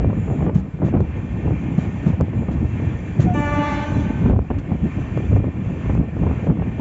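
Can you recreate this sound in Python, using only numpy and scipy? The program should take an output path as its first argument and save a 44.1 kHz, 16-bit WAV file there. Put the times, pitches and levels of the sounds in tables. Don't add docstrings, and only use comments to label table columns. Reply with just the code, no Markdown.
import sys
import numpy as np
from scipy import signal
from scipy.fft import rfft, irfft, next_fast_len
from scipy.io import wavfile
from scipy.ndimage import uniform_filter1d, map_coordinates

SR = 44100
rng = np.random.default_rng(int(sys.argv[2]) if len(sys.argv) > 2 else 0)


def amplitude_ratio(level_db):
    exponent = np.asarray(level_db, float) / 20
    return 10 ** exponent


def master_out(mix):
    frames = np.transpose(np.atleast_2d(mix))
    ceiling = np.clip(frames, -1, 1)
    pcm = np.round(ceiling * 32767).astype(np.int16)
    wavfile.write(sys.argv[1], SR, pcm)


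N = 300223

# (time [s], depth [dB], hold [s], recovery [s])
DUCKS = [(-.05, 10, .07, 0.81), (0.456, 25, .36, 0.045), (0.892, 18, 0.052, 0.36), (1.008, 4, .28, 0.7),
         (2.126, 10, 0.3, .28), (4.299, 23, 0.2, 0.084), (4.343, 11.5, .3, 0.32), (5.369, 12.5, .11, 0.26),
         (5.501, 3.5, 0.076, 0.28), (5.962, 14.5, .11, 0.16), (6.102, 4.5, 0.12, .26),
         (6.464, 13.5, 0.095, 0.34)]
DUCK_ATTACK_S = 0.05
ROAR_SHARE, CALM_SHARE, ECHO_SHARE = 0.34, 0.33, 0.47

# (frequency [Hz], density [dB per Hz])
ROAR_COLOUR = [(350, -33.5), (600, -5), (1090, -5), (1370, -9), (1510, -7.5), (2000, -10), (2390, -6),
               (2890, -15.5), (3340, -17.5), (3690, -26.5), (5200, -43), (6760, -73), (11400, -120)]
# (frequency [Hz], density [dB per Hz])
HISS_COLOUR = [(2710, -30), (4600, -7.5), (5330, -14), (5930, -3), (6640, -2.5), (7300, -1), (7600, -13.5),
               (9880, -36), (16700, -120)]
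# (frequency [Hz], density [dB per Hz])
AIR_COLOUR = [(500, -120), (1000, 3), (3000, -12), (5000, -16.5), (7600, -11)]
ROAR_DB, HISS_DB, AIR_DB = -49, -63.5, -59.5
# (frequency [Hz], width [Hz], level re roar [dB])
WHEEL_RINGS = [
    (1811, 87, -10.5),
    (2130, 95, -14),
    (2383, 46, -11.5),
    (2690, 42, -17),
]
# (time [s], level [dB], length [s])
JOINTS = [(0.54, -54, 0.065), (0.841, -56.5, .055), (1.161, -64.5, .04), (1.772, -54, 0.092),
          (2.057, -53, 0.05), (2.509, -55, .04), (3.196, -44, 0.053), (4.58, -53.5, 0.022),
          (4.834, -62, 0.042), (5, -59.5, 0.031)]
# (frequency [Hz], density [dB per Hz])
CLATTER_COLOUR = [(600, -24), (1200, 4), (2400, -2.5), (3500, -10.5), (4500, -16.5), (5300, -18),
                  (6500, -12), (7500, -14.5)]
# (time [s], attack [s], hold [s], release [s], level [dB])
SWISHES = [
    (0.113, 0.082, 0.23, 0.052, -62.5),
    (2.324, .04, .06, .08, -65),
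]
SWISH_HZ, SWISH_WIDTH_HZ = 7050, 800

# (time [s], pitch [Hz], level [dB])
SQUEAK = [
    (3.25, 740, -60),
    (3.268, 738, -28),
    (3.295, 722, -21),
    (3.32, 716, -25),
    (3.34, 712, -32),
    (3.37, 706, -65),
]
# (time [s], level [dB], tilt [dB per octave])
LOW_BLAST = [(3.315, -71, 1.5), (3.34, -38, 5), (3.357, -24.5, 0), (3.45, -23.5, 0), (3.6, -22, -1.3),
             (3.72, -26.5, 2.5), (3.84, -28.5, 0), (3.885, -39, -6), (4.0, -45, -12), (4.3, -78, -5)]
# (time [s], level [dB], tilt [dB per octave])
HIGH_BLAST = [(3.42, -70.5, -4.5), (3.52, -47, 4), (3.65, -28.5, 0.1), (3.8, -33, 0.6), (4.02, -37.5, 2.5),
              (4.06, -41, -0.7), (4.2, -44, -2.7), (4.3, -52.5, 0.5), (4.34, -77.5, -1.5)]
# (multiple of the pitch, level [dB])
LOW_BELL = [
    [(1, -3), (2, -5.5), (3, -4), (4, -7.5), (5, -13), (6, -13), (7, -22.5), (8, -10), (9, -21.5), (10, -21), (11, -36), (12, -39), (13, -41.5), (14, -49.5), (15, -47), (16, -56), (17, -55), (18, -53), (19, -44.5), (20, -34), (21, -38), (22, -35), (23, -33), (24, -35), (25, -31.5)],
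    [(1, -5), (2, -6), (3, -6), (4, -8.5), (5, -15.5), (6, -10.5), (7, -11), (8, -20.5), (9, -22.5), (10, -26), (11, -32.5), (12, -26.5), (13, -34.5), (14, -33.5), (15, -34.5), (16, -39.5), (17, -42.5), (18, -41), (19, -45.5), (20, -40.5), (21, -41), (22, -40.5), (23, -51.5), (24, -44), (25, -44)],
]
# (multiple of the pitch, level [dB])
HIGH_BELL = [
    [(1, -17), (2, -14.5), (3, -17.5), (4, -20), (5, -11), (6, -15), (7, -10.5), (8, -23.5), (9, -22), (10, -25), (11, -24.5), (12, -27), (13, -27), (14, -35), (15, -36), (16, -42), (17, -43), (18, -37), (19, -34), (20, -36), (21, -41.5), (22, -50), (23, -42.5), (24, -40)],
    [(1, -2), (2, -10.5), (3, -18), (4, -15.5), (5, -4), (6, -27.5), (7, -27), (8, -11), (9, -37), (10, -18.5), (11, -25), (12, -31), (13, -32), (14, -27), (15, -41), (16, -50.5), (17, -37), (18, -46), (19, -31.5), (20, -25), (21, -31), (22, -36), (23, -39), (24, -36.5)],
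]
# (time [s], attack [s], hold [s], release [s], level [dB])
BLAST_AIR = (3.33, .03, .66, .12, -60)
LOW_HZ, HIGH_HZ = 291.8, 307.4
OVERSHOOT, SETTLE_S = 0.011, 0.045
ECHO_TOP_HZ = 4800

# (frequency [Hz], density [dB per Hz])
PUFF_COLOUR = [(200, -10.5), (380, -0.5), (650, -8), (1000, -16.5), (1800, -30), (3000, -39), (6000, -120)]
# (time [s], puff [dB], t60 [s])
MORE_PUFFS = [(.275, -24, .03), (.3, -23, .03), (.345, -25, .02), (.358, -23, .025), (.406, -19, .025),
              (.422, -18, .035), (.443, -20, .02), (.475, -20, .03), (.494, -18, .03), (.51, -24, .02),
              (1.16, -26, .025), (2.099, -24, .03), (2.132, -22, .03), (2.33, -26, .03), (2.484, -21, .025),
              (3.195, -22, .05), (3.345, -19, .025), (3.47, -23, .025), (4.257, -21, .04), (4.502, -15, .03),
              (4.717, -21, .03), (5.2, -24, .03), (5.328, -20, .04), (5.362, -17, .04), (5.4, -29, .03),
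              (5.464, -23, .025), (5.745, -25, .025), (5.893, -21, .04), (6.165, -27, .025), (6.234, -16, .04),
              (6.265, -20, .035), (6.31, -21, .035), (6.467, -18, .04), (6.497, -20, .03), (6.512, -22, .025),
              (6.57, -25, .025), (6.594, -24, .025), (6.795, -19, .05)]
MORE_PUFF_HZ, MORE_PUFF_SWING_DB, MORE_PUFF_SNAP = 260, 0, 3
# (time [s], swing [dB], pitch [Hz], puff re swing [dB])
THUMPS = [(0.098, -15.5, 194, -11), (.276, -21.5, 114, -7), (.316, -11, 140, -22),
          (0.387, -16, 126.8, -14.5), (.42, -12, 156.2, -14), (.555, -3.5, 165, -25),
          (1.779, -4.5, 167.3, -20.5), (2.062, -3, 162, -26), (2.097, -8.5, 166.7, -15),
          (2.127, -14, 97, -11), (2.419, -27, 93, -3.5), (2.483, -14, 175, -9.5), (2.866, -11, 110, -22),
          (3.192, -3, 135, -20), (3.266, -11, 181.3, -20), (4.101, -9.5, 241.4, -13.5),
          (4.255, -5.5, 166.7, -14.5), (4.716, -18.5, 206, -7), (5.158, -23.5, 140, -9.5),
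          (5.314, -15, 91.8, -17), (5.659, -19, 97.7, -13.5), (5.892, -13, 102.3, -7.5),
          (6.264, -12.5, 91.6, -13), (6.294, -12.5, 87, -11), (6.466, -17, 208, -5),
          (6.594, -20.5, 90.5, -10.5)]
THUMP_T60_S = 0.047
# (time [s], puff [dB], t60 [s])
PUFFS = [(.004, -19.5, 0.046), (0.045, -11.5, 0.016), (.13, -17.5, .03), (.464, -14.5, 0.049),
         (.494, -19.5, 0.033), (0.789, -27.5, 0.023), (.818, -17, 0.1), (0.884, -18.5, 0.016),
         (.848, -20.5, .025), (2.209, -10.5, 0.035), (4.716, -22.5, 0.023), (5.329, -21, .02),
         (1.004, -12, 0.033), (1.017, -31, .019), (1.507, -19, .04), (2.203, -17, 0.033),
         (2.282, -23.5, 0.031), (2.432, -22.5, 0.018), (2.799, -20, 0.034), (4.297, -12, 0.042),
         (4.362, -18.5, 0.038), (4.39, -11, 0.019), (4.503, -15, 0.06), (5.975, -20.5, 0.027),
         (5.174, -13.5, .023), (5.36, -21.5, .024), (5.442, -16, .028), (5.951, -17, 0.023),
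         (6.233, -20, .013), (6.621, -16.5, 0.05)]
PUFF_SWING_HZ, PUFF_SWING_DB = 140, -8.5
PUFF_SNAP = 11
# (time [s], puff [dB], t60 [s])
FLURRY = [(.925, -23, 0.032), (.937, -16.5, .03), (.948, -17, 0.035), (.964, -19.5, 0.066),
          (4.51, -17, .026), (.3, -27, .04), (.48, -22.5, .04), (6.5, -21.5, .04), (6.006, -23, .03)]
FLURRY_HZ, FLURRY_SWING_DB = 250, 4.5
# (time [s], peak [dB])
TICKS = [
    (1.0063, -45.5),
    (2.21, -39),
    (4.2983, -56.5),
    (5.176, -49),
    (5.951, -54),
]

# (frequency [Hz], density [dB per Hz])
DEEP_COLOUR = [(15, -40), (30, -20), (45, -14), (62, -2.5), (95, -2), (120, -6), (170, -35.5), (300, -120)]
# (frequency [Hz], density [dB per Hz])
BODY_COLOUR = [(50, -120), (85, -7), (115, -1), (170, 1.5), (250, -5), (320, -8.5), (450, -28), (900, -120)]
# (frequency [Hz], density [dB per Hz])
FLUTTER_COLOUR = [(200, -120), (290, -25), (350, -1), (500, -5), (800, -12.5), (1200, -24.5), (2000, -38.5),
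                  (5000, -120)]
# (centre time [s], strength [dB], half length [s], deep buffet re body [dB])
GUSTS = [(0.019, -17, 0.17, 2), (0.52, -20, 0.12, -1), (0.971, -16, .09, -5.5), (1.454, -24.5, 0.17, -4.5),
         (1.817, -22, 0.062, -5.5), (1.919, -29.5, 0.089, 0.5), (2.459, -23.5, 0.37, -2.5),
         (2.624, -24.5, .06, -3), (2.931, -22.5, .09, -3), (3.29, -18, 0.07, -1.5), (3.39, -24, .03, 0),
         (3.494, -24, 0.12, 2), (3.765, -25, .06, -4), (3.99, -21, 0.08, 2), (4.311, -14, 0.089, -1),
         (4.55, -22, .05, 1), (4.995, -26.5, 0.1, -2), (5.198, -20, 0.074, -4.5), (5.361, -18, .09, 4),
         (5.683, -23, 0.15, -2.5), (5.964, -19, 0.08, 2), (6.263, -15, .08, -6.5), (6.488, -15, 0.06, -4),
         (6.623, -22, 0.094, -2.5), (4.66, -31, 0.055, 4), (6.368, -24.5, 0.067, 4.5)]
# (centre time [s], strength [dB], deep buffet re body [dB])
SLAPS = [(.315, -14.5, -10), (.43, -13, -8.5), (0.842, -15.5, -9), (1.07, -31.5, 10), (1.17, -27, 7),
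         (1.52, -23, -5), (1.455, -21, -3), (.59, -24, -5), (3.93, -19, -3), (2.6, -23, -3),
         (2.08, -16, -13), (2.222, -18.5, -1), (3.215, -24, -5.5), (4.112, -24, 0), (4.41, -26, 3),
         (4.72, -22, -1), (4.842, -22.5, -4), (4.585, -21, -2), (.95, -19, -12), (4.725, -24, -8),
         (5.458, -15.5, -8.5), (6.8, -16.5, -7)]
SLAP_S, GUST_EDGE = 0.035, 1.4
CALM_DB, CALM_DEEP_DB = -28, -2
FLUTTER_DB, FLUTTER_GROWS = -35, 0.98

TOP_HZ = 7620


def unit(x):
    return x / np.sqrt(np.mean(x ** 2) + 1e-20)


def curves(rows):
    s, *cols = np.transpose(rows)
    return [np.interp(np.arange(N) / SR, s, c) for c in cols]


def wobble(rate, size=N):
    knots = rng.standard_normal(int(size * rate / SR) + 4)
    return map_coordinates(knots, [np.arange(size) * rate / SR])


def filtered(x, response):
    m = next_fast_len(N + SR // 2)
    return irfft(rfft(x, m) * response(np.fft.rfftfreq(m, 1 / SR)), m)[..., :N]


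def colour(points):
    f, v = np.transpose(points)
    return lambda hz: amplitude_ratio(np.interp(np.log(hz + 1), np.log(f), v))


def resonance(centre_hz, width_hz):
    return lambda hz: 1 / (1 + (2 * (hz - centre_hz) / width_hz) ** 2)


def rush(response, patchy_db):
    z = signal.stft(rng.standard_normal(N + 512), nperseg=512)[2]
    field = uniform_filter1d(rng.standard_normal(z.shape), size=5, axis=0)
    field = uniform_filter1d(field, size=10, axis=1)
    patchy = signal.istft(z * amplitude_ratio(patchy_db * unit(field)), nperseg=512)[1][:N]
    return unit(filtered(patchy, response))


def ramp(s, attack, hold, release):
    knots = np.cumsum(np.abs([0, attack, hold, release]))
    return np.interp(np.arange(N) / SR - s, knots, [0, 1, 1, 0])


def bursts(rows, rise):
    env, t = np.zeros(N + SR), np.arange(SR // 2) / SR
    for s, db, t60 in rows:
        env[round(s * SR):][:len(t)] += amplitude_ratio(db - 60 * t / t60) * (1 - np.exp(-t / rise))
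    return env[:N]


def ducking():
    dips = [db * ramp(s, DUCK_ATTACK_S, hold - DUCK_ATTACK_S, back) for s, db, hold, back in DUCKS]
    return -np.max(dips, axis=0)


def wheel_roar():
    roar = rush(colour(ROAR_COLOUR), patchy_db=1.5)
    for hz, width, db in WHEEL_RINGS:
        roar = roar + amplitude_ratio(db + 1.5 * wobble(6)) * rush(resonance(hz, width), patchy_db=-0.9)
    return roar


def brush_swishes():
    passing = sum(amplitude_ratio(db) * ramp(*shape) for *shape, db in SWISHES)
    return passing * rush(resonance(SWISH_HZ, SWISH_WIDTH_HZ), patchy_db=-1.5)


def joint_clatter():
    t, joints = np.arange(N) / SR, np.zeros(N)
    for s, db, length in JOINTS:
        joints += amplitude_ratio(db) * np.clip((t - s) / 0.008, 0, 1) * np.exp(-(np.abs(t - s) / length) ** 3)
    return amplitude_ratio(9) * joints * amplitude_ratio(1.5 * wobble(90)) * rush(colour(CLATTER_COLOUR), patchy_db=1.4)


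def rolling():
    duck_db = ducking()
    roar = wheel_roar()
    hiss = amplitude_ratio(HISS_DB + duck_db) * rush(colour(HISS_COLOUR), patchy_db=1.2)
    swishes = brush_swishes()
    clatter = joint_clatter()
    roar_level = amplitude_ratio(ROAR_DB + ROAR_SHARE * duck_db + 5 + 0.74 * wobble(13))
    steady_air = amplitude_ratio(AIR_DB) * rush(colour(AIR_COLOUR), patchy_db=1.5)
    return roar_level * roar + hiss + swishes + clatter + steady_air


def squeak():
    pitch, level_db = curves(SQUEAK)
    phase = 2 * np.pi * np.cumsum(pitch) / SR
    level = amplitude_ratio(level_db + 2.2 * wobble(50)) * (level_db > -59)
    return level * (np.sin(phase) + amplitude_ratio(-22) * np.sin(2 * phase))


def trumpet(hz, rows, bell, turn_s, flutter_db):
    on = slice(round(rows[0][0] * SR), round(rows[-1][0] * SR))
    level_db, tilt_db = [c[on] for c in curves(rows)]
    size = len(level_db)
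    pitch = hz * (1 + OVERSHOOT * np.exp(-np.arange(size) / SR / SETTLE_S))
    phase = 2 * np.pi * np.cumsum(pitch + 0.7 * wobble(25, size=size)) / SR
    late = np.clip((np.arange(N)[on] / SR - turn_s) / 0.51 + 0.5, 0, 1)
    tone = np.zeros(N)
    for (k, early_db), (_, late_db) in zip(*bell):
        db = level_db + early_db + (late_db - early_db) * late + tilt_db * np.log2(k / 3)
        db = db + flutter_db * (0.7 * wobble(14, size=size) + 1.1 * wobble(55, size=size))
        tone[on] += amplitude_ratio(db) * np.sin(k * phase + k * k)
    return tone


def cutting_echo(x):
    t = np.arange(SR) / SR
    tail = rng.standard_normal(SR) * amplitude_ratio(-60 * t / 2.5) * (t > 0.03)
    scatter = amplitude_ratio(-10.5) * wobble(40) + amplitude_ratio(-10.5) * wobble(130) + amplitude_ratio(-14) * wobble(350)
    echo = signal.fftconvolve(scatter * x, tail / np.linalg.norm(tail))[:N]
    echo = filtered(echo, lambda hz: 1 / (1 + (hz / ECHO_TOP_HZ) ** 4))
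    return echo * amplitude_ratio(ECHO_SHARE * ducking())


def horn():
    chirp = squeak()
    low = trumpet(LOW_HZ, LOW_BLAST, LOW_BELL, turn_s=3.51, flutter_db=2.5)
    high = trumpet(HIGH_HZ, HIGH_BLAST, HIGH_BELL, turn_s=3.95, flutter_db=3.5)
    chord = low + high
    echo = cutting_echo(chord + 0.6 * chirp)
    *shape, air_db = BLAST_AIR
    air = amplitude_ratio(air_db) * ramp(*shape) * rush(colour(HISS_COLOUR), patchy_db=-0.8)
    return chirp + chord + air + echo


def eddies(rows, snap, rise):
    out, t = np.zeros(N + SR), np.arange(SR // 10) / SR - 0.05
    after = np.clip(t, 0, None)
    dull = colour(PUFF_COLOUR)(np.fft.rfftfreq(len(t), 1 / SR))
    for s, swing_db, hz, db, t60 in rows:
        air = rng.standard_normal(len(t))
        swing = np.exp(-((t - 1.22 / hz) * hz / 0.99) ** 2) * np.sin(2 * np.pi * (hz * t + air[0]))
        jolt = snap * np.sign(air[1]) * np.exp(-((t - 0.0013) / 0.00012) ** 2) / 8
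        spray = air * amplitude_ratio(-60 * after / t60) * (1 - np.exp(-after / rise))
        puff = irfft(rfft(jolt + spray) * dull, len(t))
        out[round(s * SR):][:len(t)] += amplitude_ratio(swing_db) * swing + amplitude_ratio(db + 3) * puff / np.abs(puff).max()
    return out[SR // 20:][:N]


def more_puffs():
    rows = [(s, db + MORE_PUFF_SWING_DB, MORE_PUFF_HZ, db - 2.5, t60) for s, db, t60 in MORE_PUFFS]
    return eddies(rows, snap=MORE_PUFF_SNAP, rise=0.0025)


def pops():
    big = [(s, db, hz, db + puff_db, THUMP_T60_S) for s, db, hz, puff_db in THUMPS]
    pitch = PUFF_SWING_HZ * np.exp(0.3 * rng.standard_normal(len(PUFFS)))
    small = [(s, db + PUFF_SWING_DB, hz, db, t60) for (s, db, t60), hz in zip(PUFFS, pitch)]
    dense = [(s, db + FLURRY_SWING_DB, FLURRY_HZ, db, t60) for s, db, t60 in FLURRY]
    thumps = eddies(big, snap=0.4, rise=0.0067)
    puffs = eddies(small, snap=PUFF_SNAP, rise=0.003)
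    flurry = eddies(dense, snap=2, rise=0.0027)
    ticks = bursts([(s, db + 14.5, 0.003) for s, db in TICKS], rise=0.0001) * rng.standard_normal(N)
    return thumps + puffs + flurry + ticks


def gust_power():
    t = np.arange(0, N, 64) / SR
    calm = amplitude_ratio(CALM_DB + CALM_SHARE * ducking()[::64])
    deep_power, body_power = (amplitude_ratio(CALM_DEEP_DB) * calm) ** 2, calm ** 2
    slaps = [(s, db, SLAP_S, deep_db) for s, db, deep_db in SLAPS]
    for s, db, half, deep_db in GUSTS + slaps:
        bump = (amplitude_ratio(db) * np.exp(-(np.abs(t - s) / half) ** GUST_EDGE)) ** 2
        deep_power = deep_power + amplitude_ratio(2 * deep_db) * bump
        body_power = body_power + bump
    return curves(np.transpose([t, deep_power, body_power]))


def wind():
    deep_power, body_power = gust_power()
    strength = np.sqrt(body_power)
    eddy = wobble(28)
    deep = unit(amplitude_ratio(0.96 * eddy) * rush(colour(DEEP_COLOUR), patchy_db=1.5))
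    body = unit(amplitude_ratio(3.2 * eddy + 1.73 * wobble(45)) * rush(colour(BODY_COLOUR), patchy_db=0.2))
    flutter = unit(amplitude_ratio(1.8 * eddy + 2.6 * wobble(90)) * rush(colour(FLUTTER_COLOUR), patchy_db=-0.8))
    flutter_level = amplitude_ratio(FLUTTER_DB) * (10 * strength) ** FLUTTER_GROWS
    return np.sqrt(deep_power) * deep + strength * body + flutter_level * flutter


def scene():
    return (wind() + pops() + rolling() + horn() + more_puffs())[None]


def roll_off(x):
    return signal.sosfilt(signal.butter(12, 8410, fs=SR, output="sos"), x)


def record(dry):
    squeezed = dry / (1 + np.abs(dry / 0.8) ** 5) ** (1 / 5)
    mix = filtered(squeezed, lambda hz: np.where(hz < TOP_HZ, 1, amplitude_ratio(-38)) * (hz > 18))
    return roll_off(mix)


dry = scene()
out = record(dry)
master_out(out)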